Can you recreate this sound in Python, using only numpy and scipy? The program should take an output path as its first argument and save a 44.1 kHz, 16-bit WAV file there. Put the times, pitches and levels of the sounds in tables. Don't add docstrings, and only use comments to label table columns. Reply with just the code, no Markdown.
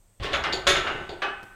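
import sys
import numpy as np
from scipy import signal
from scipy.fft import rfft, irfft
from scipy.io import wavfile
from scipy.ndimage import uniform_filter1d

SR = 44100
rng = np.random.default_rng(int(sys.argv[2]) if len(sys.argv) > 2 else 0)


def wrap_up_sound(samples):
    columns = np.atleast_2d(samples).T
    tamed = np.clip(columns, -1, 1)
    steps = np.round(tamed * 32767).astype(np.int16)
    wavfile.write(sys.argv[1], SR, steps)


def voltage_ratio(level):
    return 10 ** (np.asarray(level, float) / 20)


N = 68355
TAIL = 36000
DIRECT_T60 = 0.011

# (frequency [Hz], level [dB])
FRAME_BODY = [(120, -61), (200, -21), (387, -13), (735, -0.5), (806, -1.5), (968, -5.5), (1480, -3.5),
              (3020, -2), (16000, -54)]
# (frequency [Hz], level [dB], t60 [s])
FRAME_MODES = [(1174, -7.5, 0.64), (1280, -12, 0.17), (1344, -5, 0.82), (1527, -6, 1.34), (1650, -15, .4),
               (1764, -2, 0.38), (1790, -7, 0.76), (2068, -2.5, 0.47), (2810, -4.5, 0.69),
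               (2876, -7.5, 0.81), (5200, -18, .25)]


def unit(x):
    return x / np.sqrt(np.mean(x ** 2) + 1e-20)


def along(points, hz):
    f, v = np.transpose(points)
    return np.interp(np.log(hz + 1), np.log(f + 1), v)


def add(track, s, x):
    place = track[round(s * SR):][:len(x)]
    place += x[:len(place)]


def noise(gain):
    return unit(irfft(rfft(rng.standard_normal(N)) * gain(np.fft.rfftfreq(N, 1 / SR)), N))


def drift(count):
    changes_hz = 60
    knots = rng.standard_normal((2, count, 100))
    at = np.arange(TAIL) / SR * changes_hz
    return np.array([np.interp(at, np.arange(100), k) for k in knots[0] + 1j * knots[1]])


def clatter(body, peaks, tilt_db):
    # (frequency [Hz], t60 [s])
    room = [(100, 1), (400, 0.34), (1500, 0.51), (3500, 0.3), (7000, 0.23), (14000, 0.23)]
    direct_db, patchy_db = 0.5, 0.37
    late_db, late_longer = -21, 4.26
    hz, t, z = signal.stft(rng.standard_normal(TAIL), SR, nperseg=256)
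    room_t60 = along(room, hz)[:, None]
    patches = uniform_filter1d(rng.standard_normal(z.shape), size=3, axis=0)
    patches = uniform_filter1d(patches, size=6, axis=1)
    fall = voltage_ratio(-60 * t / room_t60 + patchy_db * unit(patches))
    fall = fall + voltage_ratio(direct_db - 60 * t / DIRECT_T60)
    fall = fall + voltage_ratio(late_db - 60 * t / (late_longer * room_t60))
    tail = signal.istft(z * fall, SR, nperseg=256)[1][:TAIL]

    hz = np.fft.rfftfreq(SR, 1 / SR)
    bumps = sum(db * np.exp(-2 * ((hz - c) / w) ** 2) for c, w, db in peaks)
    tilt = tilt_db * np.log2((hz + 50) / 2000)
    colour = unit(voltage_ratio(along(body, hz) + bumps + tilt))
    return irfft(rfft(tail, SR) * colour, SR)[:TAIL]


def part(hits, body, peaks, modes, ring_db):
    spread_db = 2.26
    blur, steady_t60 = .7, .35
    out, t = np.zeros(N), np.arange(TAIL) / SR
    hz, level, t60 = np.transpose(modes)[:, :, None]
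    swing = np.exp(2j * np.pi * hz * t) * voltage_ratio(level - 60 * t / np.clip(t60, .05, 2))
    swing = swing * (1 + voltage_ratio(-60 * t / DIRECT_T60))
    waver = blur * np.minimum(steady_t60 / t60, 1)
    fade_out = np.clip(5 * (t[-1] - t), 0, 1)
    for s, db, chatter, tilt_db in hits:
        luck = rng.standard_normal((2, len(modes), 1))
        struck = voltage_ratio(spread_db * luck[0] + tilt_db * np.log2(hz / 2000)) * np.exp(2j * luck[1])
        scattered = 1 + waver * drift(len(modes)) * np.tanh(20 * t)
        ring = (swing * struck * scattered).imag.sum(0)
        rise = (1 - np.exp(-3 * t / max(chatter, .001))) * fade_out
        add(out, s, voltage_ratio(db) * rise * (clatter(body, peaks, tilt_db) + voltage_ratio(ring_db) * ring))
    return out


def background():
    # (frequency [Hz], level [dB])
    room_tone = [(12, -43), (30, -1), (45, -20.5), (65, -28), (234, -34.5), (650, -34.5), (1400, -42),
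                 (5380, -48), (8410, -36.5), (9140, -48.5), (16000, -44)]
    # (frequency [Hz], width [Hz], level [dB])
    bands = [
        (98, 38, -67.5),
        (192, 18, -74),
        (6300, 1100, -85),
        (8230, 480, -74.5),
        (8660, 145, -85),
    ]
    outside = sum(voltage_ratio(db) * noise(lambda f: np.exp(-2 * ((f - c) / w) ** 2)) for c, w, db in bands)
    return voltage_ratio(-60) * noise(lambda f: voltage_ratio(along(room_tone, f))) + outside


def liners():
    # (time [s], level [dB], chatter [s], brightness [dB/octave])
    hits = [
        (.198, -41, 0.0083, -2.5),
        (.22, -33, 0.02, -1.5),
        (.224, -47.5, 0.012, 6),
        (.2315, -35.5, 0.005, 3),
        (.245, -30.5, 0.0096, -2.5),
        (.265, -36, 0.0066, -3),
        (.3, -32.5, 0.028, -2.5),
        (.322, -36.5, 0.0048, 0),
    ]
    # (frequency [Hz], level [dB])
    body = [(150, -13.5), (250, -13.5), (372, -0.5), (1270, -10.5), (1990, -5.5), (3450, -4.5),
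            (15500, -46)]
    # (frequency [Hz], width [Hz], level over the body [dB])
    peaks = [(1100, 92, 11), (3500, 290, 0.5), (6200, 450, -1.5)]
    return part(hits, body, peaks, FRAME_MODES, ring_db=-13.5)


def thuds():
    # (time [s], level [dB], pitch [Hz], t60 [s])
    blows = [(0.199, -27, 55, 0.13), (0.214, -29, 35, 0.24), (0.328, -37.5, 66, 1), (.43, -41, 62.5, 0.17),
             (0.532, -39.5, 47, 0.97), (0.67, -32.5, 61.5, 0.24), (.68, -37.5, 32, 0.35),
             (.76, -31, 30, 0.28), (0.871, -39.5, 72.4, 0.16), (1.0, -39.5, 61, .2),
             (1.089, -36.5, 71, 0.15), (1.426, -48, 100, 0.194)]
    rise_s, rumble_share = .003, .6
    out, t = np.zeros(N), np.arange(SR) / SR
    for s, db, hz, t60 in blows:
        rumble = noise(lambda f: 1 / (1 + (f / (3.2 * hz)) ** 4) * (f > 18))[:SR]
        envelope = voltage_ratio(db - 60 * t / t60) * (1 - np.exp(-t / rise_s))
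        add(out, s, envelope * (rumble_share * rumble - np.sin(2 * np.pi * hz * t)))
    return out


def snaps():
    # (time [s], peak level [dB], pitch [Hz])
    clicks = [(0.2357, -36, 2480), (0.244, -22.5, 1500), (0.2646, -21, 2430), (.333, -13, 3500),
              (.340, -9, 2980), (0.348, -11, 2480), (.350, -27, 3500), (.361, -11.5, 2900),
              (.4388, -19, 5140), (.449, -22, 1500), (.529, -11, 4400), (.535, -14, 3700),
              (0.679, -12, 3500), (.710, -18, 2500), (0.758, -9.5, 1970), (.773, -13, 2540),
              (.874, -17.5, 1470), (0.888, -19, 1520), (1.0941, -36, 4400), (1.223, -19.5, 1690),
              (1.2254, -25, 2000), (1.244, -22, 1720), (1.284, -23, 1500)]
    cycles = 8.8
    out, t = np.zeros(N), np.arange(400) / SR
    for s, db, hz in clicks:
        envelope = voltage_ratio(db + 7 - 60 * t * hz / cycles) * np.tanh(t * hz) ** 2
        add(out, s, -envelope * np.sin(2 * np.pi * hz * t))
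    return out


def hooks():
    # (time [s], level [dB], chatter [s], brightness [dB/octave])
    hits = [
        (.3305, -24, 0.014, -2),
        (.668, -21.5, 0.003, 1.5),
        (.6725, -18, 0.002, 2.5),
        (.69, -23.5, 0.004, 6),
        (.706, -31, 0.0043, -5),
        (.765, -30.5, 0.0017, 0),
    ]
    # (frequency [Hz], level [dB])
    body = [(120, -51), (200, -25), (558, -8.5), (933, -12.5), (1320, -1.5), (2470, -5.5), (3490, -6.5),
            (7010, -23), (16000, -47.5)]
    # (frequency [Hz], width [Hz], level over the body [dB])
    peaks = [(3620, 470, 7), (6780, 930, 10.5), (10040, 940, 7.5), (13500, 500, 5)]
    # (frequency [Hz], level [dB], t60 [s])
    modes = [(566.5, 2.5, 0.16), (672, -2, 0.14), (1099, 2.5, 0.12), (1320, -6.5, 0.84), (1653, -7.5, .5),
             (1895, -8, .25), (2237, -2.5, 0.34), (3391, -7.5, 0.45), (3410, -1.5, 0.17), (3493, 1, 0.27),
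             (3546, -8, 0.25), (4120, -8.5, .3), (4235, -8, 0.27), (6605, -25, 0.35), (6910, -19.5, 0.44)]
    return part(hits, body, peaks, modes, ring_db=-6.5)


def plates():
    # (time [s], level [dB], chatter [s], brightness [dB/octave])
    hits = [(.345, -28.5, 0.075, 4), (.46, -37.5, 0.011, -3.5), (.535, -32.5, 0.0036, 0),
            (.58, -50.5, 0.0098, -4), (.672, -27.5, 0.029, -2), (.77, -37.5, 0.0086, -4.5),
            (.9, -35.5, 0.041, -3), (1.0, -47, 0.023, -5.5), (1.093, -40, 0.0021, 2),
            (1.108, -43.5, 0.0072, -4), (1.127, -48, 0.0041, -4), (1.22, -37, 0.0046, 2.5),
            (1.27, -61, 0.036, -3)]
    # (frequency [Hz], level [dB])
    body = [(100, -7.5), (170, -7), (260, -13.5), (320, 1.5), (600, -3), (1000, -8), (2000, -53)]
    # (frequency [Hz], width [Hz], level over the body [dB])
    peaks = [(411, 15, 8), (545, 30, 6.5), (803, 254, 8)]
    # (frequency [Hz], level [dB], t60 [s])
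    modes = [(350, -2, .2), (378, 0, .3), (435, -6, .2), (562, -8, .22), (630, -10, .2), (690, -9, .2)]
    return part(hits, body, peaks, modes, ring_db=-3)


def frame():
    # (time [s], level [dB], chatter [s], brightness [dB/octave])
    hits = [
        (.437, -25.5, 0.012, 1.5),
        (.47, -32.5, 0.046, -6.5),
        (.749, -25.5, 0.009, 0.5),
        (.843, -33, 0.013, -9),
        (.95, -38, 0.0031, -10),
    ]
    # (frequency [Hz], width [Hz], level over the body [dB])
    peaks = [(1290, 400, 6), (2660, 210, -4), (5220, 134, 9.5)]
    return part(hits, FRAME_BODY, peaks, FRAME_MODES, ring_db=-7)


def sleeves():
    # (time [s], level [dB], chatter [s], brightness [dB/octave])
    hits = [
        (.5245, -31.5, 0.0045, 0),
        (.533, -35, 0.0014, 2.5),
        (1.092, -43, 0.0012, -5),
    ]
    # (frequency [Hz], level [dB])
    body = [(1180, -37), (2000, -10), (4230, -13), (4610, -6), (5350, -18), (7060, -23), (16000, -42)]
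    # (frequency [Hz], width [Hz], level over the body [dB])
    peaks = [(3570, 850, 9.5), (4320, 420, 8), (6890, 610, 12.5)]
    # (frequency [Hz], level [dB], t60 [s])
    modes = [(3510, -12, .2), (3677, -2, 0.062), (3730, 2, 0.073), (4290, -16, 0.085), (4504, 1, 0.12),
             (4830, -4, 0.049), (6923, -18, 0.34), (7100, -23, 0.15)]
    return part(hits, body, peaks, modes, ring_db=1)


def rebound():
    # (time [s], level [dB], chatter [s], brightness [dB/octave])
    hits = [
        (.868, -34.5, 0.0018, -2.5),
        (.8725, -29.5, 0.0018, -1),
        (.888, -39, 0.0036, -4),
    ]
    # (frequency [Hz], width [Hz], level over the body [dB])
    peaks = [(1410, 370, 5), (2720, 160, 7.5)]
    # (frequency [Hz], level [dB], t60 [s])
    modes = [(1156, -4, 0.21), (1283, -8, 0.22), (1313, 4.5, 0.17), (1513, -3.5, 1), (1600, 1, 0.21),
             (2818, -3.5, 0.34), (2940, -6, 0.7)]
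    return part(hits, FRAME_BODY, peaks, modes, ring_db=-4.5)


def settle():
    # (time [s], level [dB], chatter [s], brightness [dB/octave])
    hits = [
        (1.219, -28.5, 0.0064, 1),
        (1.241, -35.5, 0.0033, -4),
        (1.26, -40.5, 0.0048, -4),
        (1.282, -41.5, 0.0014, -7.5),
        (1.3, -53, 0.011, -9),
    ]
    # (frequency [Hz], width [Hz], level over the body [dB])
    peaks = [(375, 59, 14), (1410, 690, 5.5), (6030, 270, 7.5)]
    # (frequency [Hz], level [dB], t60 [s])
    modes = [(795, -16, 0.7), (804, -7, 0.42), (1171, -5.5, 0.31), (1244, -17, 1.5), (1407, -4.5, 0.16),
             (1524, -11, 1.34), (1638, 0, 0.22), (1723, 0.5, 0.28), (2557, -6.5, 0.51), (2980, -12, 0.4)]
    return part(hits, FRAME_BODY, peaks, modes, ring_db=-0.5)


def shoe():
    # (time [s], peak level [dB], top frequency [Hz])
    ticks = [
        (1.4302, -27, 6900),
        (1.4335, -36, 17000),
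        (1.4395, -29.5, 6200),
        (1.411, -42, 12000),
    ]
    tick_t60, scuff_db, scuff_t60 = .0015, -63, 1.2
    out, t = np.zeros(N), np.arange(SR // 2) / SR
    hz = np.fft.rfftfreq(len(t), 1 / SR)
    for s, db, top_hz in ticks:
        tick = voltage_ratio(db - 60 * t / tick_t60) * (.5 * rng.standard_normal(len(t)) - 1)
        add(out, s, irfft(rfft(tick) / (1 + 1j * hz / top_hz) ** 2))
    scuff = voltage_ratio(scuff_db - 60 * t / scuff_t60) * rng.standard_normal(len(t))
    add(out, ticks[1][0], scuff)
    return out


def scene():
    approach = background() + liners() + thuds() + snaps()
    racking = hooks() + plates() + frame() + sleeves()
    ending = rebound() + settle() + shoe()
    return (approach + racking + ending)[None]


def roll_off(x):
    return signal.sosfilt(signal.butter(12, 16460, fs=SR, output="sos"), x)


def record(dry):
    mic_hz, top_hz = 15200, 15900
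    hz = np.fft.rfftfreq(N, 1 / SR)
    response = (hz < top_hz) / (1 + (hz / mic_hz) ** 8)
    mix = irfft(rfft(dry) * response, N)
    return roll_off(mix)


dry = scene()
out = record(dry)
wrap_up_sound(out)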